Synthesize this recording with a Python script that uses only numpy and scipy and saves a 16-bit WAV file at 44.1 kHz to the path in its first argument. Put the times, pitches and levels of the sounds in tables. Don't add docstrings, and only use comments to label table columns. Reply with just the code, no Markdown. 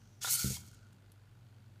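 import sys
import numpy as np
from scipy import signal
from scipy.fft import rfft, irfft, next_fast_len
from scipy.io import wavfile
from scipy.ndimage import uniform_filter1d

SR = 44100
rng = np.random.default_rng(int(sys.argv[2]) if len(sys.argv) > 2 else 0)


def dump_mix(stems):
    frames = np.atleast_2d(stems).T
    limited = np.clip(frames, -1, 1)
    pcm = np.round(limited * 32767).astype(np.int16)
    wavfile.write(sys.argv[1], SR, pcm)


N = 79380
TIME_S = np.arange(N) / SR


def amp(db):
    return 10 ** (np.asarray(db, float) / 20)


def unit_rms(x):
    return x / np.sqrt(np.mean(x ** 2) + 1e-20)


def curve(table, column=1):
    return np.interp(TIME_S, [row[0] for row in table], [row[column] for row in table])


def gate(table):
    return (TIME_S > table[0][0]) * (TIME_S < table[-1][0])


def butter(x, order, hz, kind):
    return signal.sosfilt(signal.butter(order, hz, kind, fs=SR, output="sos"), x)


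def coloured(x, spectrum):
    freq_hz, gain_db = np.transpose(spectrum)
    size = next_fast_len(len(x))
    bin_hz = np.fft.rfftfreq(size, 1 / SR)
    gain = amp(np.interp(np.log(bin_hz + 1), np.log(freq_hz + 1), gain_db))
    return irfft(rfft(x, size) * gain, size)[:len(x)]


def resonate(x, hz, width_hz):
    carrier = np.exp(2j * np.pi * np.cumsum(hz * np.ones(len(x))) / SR)
    pole = np.exp(-np.pi * width_hz / SR)
    return 2 * (carrier * signal.lfilter([1 - pole], [1, -pole], x / carrier)).real


def band(x, hz, width_hz):
    return unit_rms(resonate(resonate(x, hz, width_hz), hz, width_hz))


def drift(rate_hz):
    size = max(int(SR / rate_hz), 2)
    return unit_rms(uniform_filter1d(uniform_filter1d(rng.standard_normal(N), size), size))


def add(mix, start_s, sound):
    part = mix[round(start_s * SR):][:len(sound)]
    part += sound[:len(part)]


def struck(events, modes, rattle_s, push_s):
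    t, out = TIME_S[:SR // 2], np.zeros(N)
    ring = sum(amp(db - 60 * t / t60_s) * np.sin(2 * np.pi * hz * t) for hz, db, t60_s in modes)
    ring = np.convolve(ring, np.hanning(max(int(push_s * SR), 3)))[:len(t)]
    for start_s, level_db in events:
        rattle = rng.standard_normal(900) * np.exp(-t[:900] / rattle_s) / np.sqrt(rattle_s * SR)
        sound = signal.fftconvolve(ring, signal.unit_impulse(900) + rattle)
        add(out, start_s, amp(level_db) * sound / abs(sound).max())
    return out


# time_s, low_hum_db, high_hum_db
HUM_LEVELS = [(0, -60.5, -65), (.2, -63.5, -63), (.5, -61, -63), (.7, -60.5, -59.5), (.9, -61, -66.5),
              (1.15, -61, -71), (1.4, -63, -61), (1.8, -59, -63)]
# freq_hz, gain_db
AIR_SPECTRUM = [(12, -61), (20, -25), (49, -0.5), (78, -31.5), (109, -4), (170, -15), (312, -23),
                (897, -26.5), (1480, -31), (1750, -31), (3910, -34.5), (4370, -38), (15200, -45.5)]
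def background(low_hum_hz=99.0, high_hum_hz=119.1, air_db=-65):
    hums = np.zeros(N)
    for column, hz in ((1, low_hum_hz), (2, high_hum_hz)):
        tone = np.sqrt(2) * np.sin(2 * np.pi * (hz * TIME_S + rng.random()))
        hums += amp(curve(HUM_LEVELS, column)) * tone
    return hums + amp(air_db) * unit_rms(coloured(rng.standard_normal(N), AIR_SPECTRUM))


# time_s, level_db
RUMBLE_LEVELS = [(0, -67.5), (.2, -69), (.55, -61), (.8, -68), (.9, -68), (1.1, -65.5), (1.2, -76),
                 (1.8, -67.5)]
def desk_rumble():
    return amp(curve(RUMBLE_LEVELS)) * band(rng.standard_normal(N), hz=167, width_hz=160)


# time_s, level_db
HOLD_LEVELS = [(0, -77), (.2, -89), (.7, -75), (.85, -79), (1.1, -80.5), (1.25, -84), (1.8, -82.5)]
# freq_hz, width_hz, gain_db
NUDGE_BANDS = [(1450, 260, 1), (3100, 1000, -5), (4400, 800, -3), (6600, 1800, -7)]
# pitch_hz, width_hz, level_db, end_s
STRAIN_WHINE = (5900, 700, -76, .2)
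def holding_servos(pulse_hz=51.67, first_pulse_s=.0148, nudge_s=.0026, spread_db=1.0):
    cycles = (TIME_S - first_pulse_s) * pulse_hz + 1
    age = cycles % 1 / pulse_hz / nudge_s
    strength = amp(spread_db * rng.standard_normal(N // 500))[cycles.astype(int)]
    nudges = age * np.exp(1 - age ** 2) * strength * rng.standard_normal(N)
    buzz = sum(amp(db) * band(nudges, hz, width_hz) for hz, width_hz, db in NUDGE_BANDS)
    pitch_hz, width_hz, level_db, end_s = STRAIN_WHINE
    strain = unit_rms(nudges) + 3.7 * rng.standard_normal(N)
    whine = unit_rms(resonate(strain, pitch_hz, width_hz))
    return amp(curve(HOLD_LEVELS)) * buzz + amp(level_db) * (TIME_S < end_s) * whine


# time_s, level_db, treble_relative_db, bracket_relative_db
GEAR_LEVELS = [(0.205, -82, 1, -17), (0.215, -48, -13, -6.5), (0.241, -42.5, 2.5, -26),
               (0.289, -41, -1.5, -3.5), (0.309, -41, 12, -27.5), (0.351, -41, 10, -8),
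               (0.367, -43, 0.5, -15.5), (0.389, -43.5, 7.5, -7), (0.409, -42.5, 4, -9.5),
               (0.477, -45.5, 4.5, -7), (0.555, -49, 0, -40), (0.569, -53.5, -0.5, -34),
               (0.631, -76.5, 3, 4), (0.677, -67, -3.5, -14), (0.837, -80.5, -25, 7),
               (0.915, -88.5, 6, 7.5), (0.93, -73, 0, -1)]
# freq_hz, gain_db
TOOTH_SPECTRUM = [(300, -47), (900, -15.5), (1300, -31), (1800, -15.5), (2400, -10.5), (3600, -8),
                  (4500, -4), (6700, -3.5), (10000, -5.5), (15300, -8)]
# freq_hz, width_hz, gain_db
CASING_BANDS = [(2182, 200, -22.5), (4276, 400, -33.5), (6605, 290, -17.5)]
def gear_hiss(teeth_per_s=9000, tooth_spread_db=1.5, flutter_db=1, crossover_hz=7300):
    clicks = rng.standard_normal(N) * amp(tooth_spread_db * rng.exponential(1, N))
    clicks *= rng.random(N) < teeth_per_s / SR
    clicks = unit_rms(clicks) * amp(flutter_db * drift(75))
    casing = sum(amp(db) * band(clicks, hz, width_hz) for hz, width_hz, db in CASING_BANDS)
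    body = unit_rms(coloured(clicks, TOOTH_SPECTRUM)) + casing
    low = unit_rms(butter(body, 4, crossover_hz, "low"))
    treble = amp(curve(GEAR_LEVELS, 2)) * unit_rms(butter(body, 4, crossover_hz, "high"))
    bracket = amp(curve(GEAR_LEVELS, 3)) * band(clicks, hz=1400, width_hz=200)
    fade_out = np.clip((GEAR_LEVELS[-1][0] - TIME_S) * 20, 0, 1)
    return gate(GEAR_LEVELS) * fade_out * amp(curve(GEAR_LEVELS)) * (low + treble + bracket)


# time_s, tooth_rate_hz, level_db
BASE_GLIDE = [(.215, 1650, -62), (.25, 1780, -53), (.29, 1950, -54), (.33, 2250, -50), (.38, 2180, -54),
              (.43, 2230, -52), (.46, 1900, -59), (.48, 1700, -72)]
BRAKE_GLIDE = [(.548, 1950, -64), (.555, 1850, -53), (.565, 1620, -52), (.573, 1570, -57),
               (.585, 1620, -70)]
# multiple, gain_db
BASE_HARMONICS = [(1, -6.5), (2, 5.5), (3, -4.5)]
BRAKE_HARMONICS = [(2, -1), (3, 0)]
def mesh_whine(glide, harmonics, blur_hz):
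    tooth_hz = curve(glide)
    whistles = sum(amp(db) * band(rng.standard_normal(N), k * tooth_hz, blur_hz) for k, db in harmonics)
    return gate(glide) * amp(curve(glide, 2)) * whistles


# time_s, level_db
GROWL_LEVELS = [(.22, -53), (.255, -78), (.275, -52), (.3, -59.5), (.35, -51.5), (.4, -60.5), (.44, -66)]
def motor_growl():
    shake = band(rng.standard_normal(N), hz=129, width_hz=14)
    return gate(GROWL_LEVELS) * amp(curve(GROWL_LEVELS)) * shake


# start_s, level_db
SLACK_KNOCKS = [(.221, -53), (.246, -27.5), (.258, -48), (.274, -31.5), (.283, -34), (.569, -45)]
# freq_hz, gain_db, t60_s
ARM_MODES = [(640, -18, .025), (800, -11, .035), (990, -3, .035), (1200, -6, .025), (1390, 0, .04),
             (1620, -5, .025)]
def arm_knocks():
    knocks = struck(SLACK_KNOCKS, ARM_MODES, rattle_s=.0027, push_s=.0003)
    return butter(knocks, 2, hz=600, kind="high")


# time_s, tooth_rate_hz, level_db
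FAST_GLIDE = [(.3, 2250, -56), (.31, 2420, -38), (.319, 2598, -36), (.329, 2809, -37), (.341, 3010, -33),
              (.349, 3048, -32), (.357, 3065, -33), (.366, 3075, -39), (.374, 3075, -56)]
# freq_hz, gain_db
FAST_CASING = [(2500, -20), (5000, -10), (6200, -9), (7800, -4), (9200, 0), (10200, -1), (12000, -7),
               (15300, -14)]
def fast_joint(wobble_hz=12, flutter_db=1.8, rasp_db=-3):
    cycles = np.cumsum(curve(FAST_GLIDE) + wobble_hz * drift(400)) / SR
    teeth = sum(amp(flutter_db * drift(170)) * np.cos(2 * np.pi * k * cycles) for k in range(1, 6))
    rasp = amp(rasp_db) * rng.standard_normal(N) * (1 + np.cos(2 * np.pi * cycles))
    return gate(FAST_GLIDE) * amp(curve(FAST_GLIDE, 2)) * coloured(teeth + rasp, FAST_CASING)


# start_s, level_db
BASE_JOLTS = [(.4435, -22.5), (.459, -27.5), (.473, -35), (.489, -49), (.504, -29), (.527, -48), (.6, -65),
              (.67, -60)]
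# freq_hz, gain_db, t60_s
DESK_MODES = [(82, -13, .6), (129, 0, .15), (167, -5, .13), (200, -1, .14), (255, -19, .1), (310, -15, .12),
              (410, -10, .09), (480, -14, .08), (600, -17, .06), (800, -19, .05), (980, -19, .05)]
def desk_thuds():
    return struck(BASE_JOLTS, DESK_MODES, rattle_s=.0024, push_s=.0023)


# start_s, level_db, pitch_hz
JOINT_TICKS = [(.604, -49, 10000), (.665, -50, 9200), (.684, -52, 5500), (.714, -54, 5500),
               (.737, -54, 8300), (.7455, -53, 7000), (.929, -58, 7200), (1.1186, -50, 11000)]
# freq_hz, gain_db
SNAP_SPECTRUM = [(1500, -24), (3300, -1), (5000, -5), (7500, -2), (11000, 0), (15000, -7)]
def settling_ticks(t60_s=.025, ring_db=-5):
    t, out = TIME_S[:2000], np.zeros(N)
    for start_s, level_db, pitch_hz in JOINT_TICKS:
        snap = unit_rms(coloured(rng.standard_normal(len(t)), SNAP_SPECTRUM))
        ring = amp(ring_db) * unit_rms(resonate(snap, pitch_hz, width_hz=1200))
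        tick = (snap + ring) * amp(-60 * t / t60_s)
        add(out, start_s, amp(level_db) * tick / abs(tick).max())
    return out


def room_tail(x, t60_s=.4, gain_db=-13, gap_s=.004):
    t = TIME_S[:SR // 2]
    reflections = rng.choice([-1., 1.], len(t)) * (rng.random(len(t)) < .1)
    tail = reflections * amp(-60 * t / t60_s) * (t > gap_s)
    tail = coloured(tail, [(100, 0), (4000, 0), (15000, -4)])
    return amp(gain_db) * signal.fftconvolve(x, tail / np.linalg.norm(tail))[:N]


def scene():
    arm = gear_hiss()
    arm += mesh_whine(BASE_GLIDE, BASE_HARMONICS, blur_hz=420)
    arm += mesh_whine(BRAKE_GLIDE, BRAKE_HARMONICS, blur_hz=90)
    arm += arm_knocks() + fast_joint() + settling_ticks() + holding_servos()
    reflections = room_tail(arm)
    desk = motor_growl() + desk_rumble() + desk_thuds()
    return (arm + reflections + desk + background())[None]


def record(dry):
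    thin = butter(dry, 2, hz=55, kind="high")
    lowpass = signal.firwin(1023, cutoff=15385, window=("kaiser", 10), fs=SR)
    return signal.oaconvolve(thin, lowpass[None], "same")


dry = scene()
out = record(dry)
dump_mix(out)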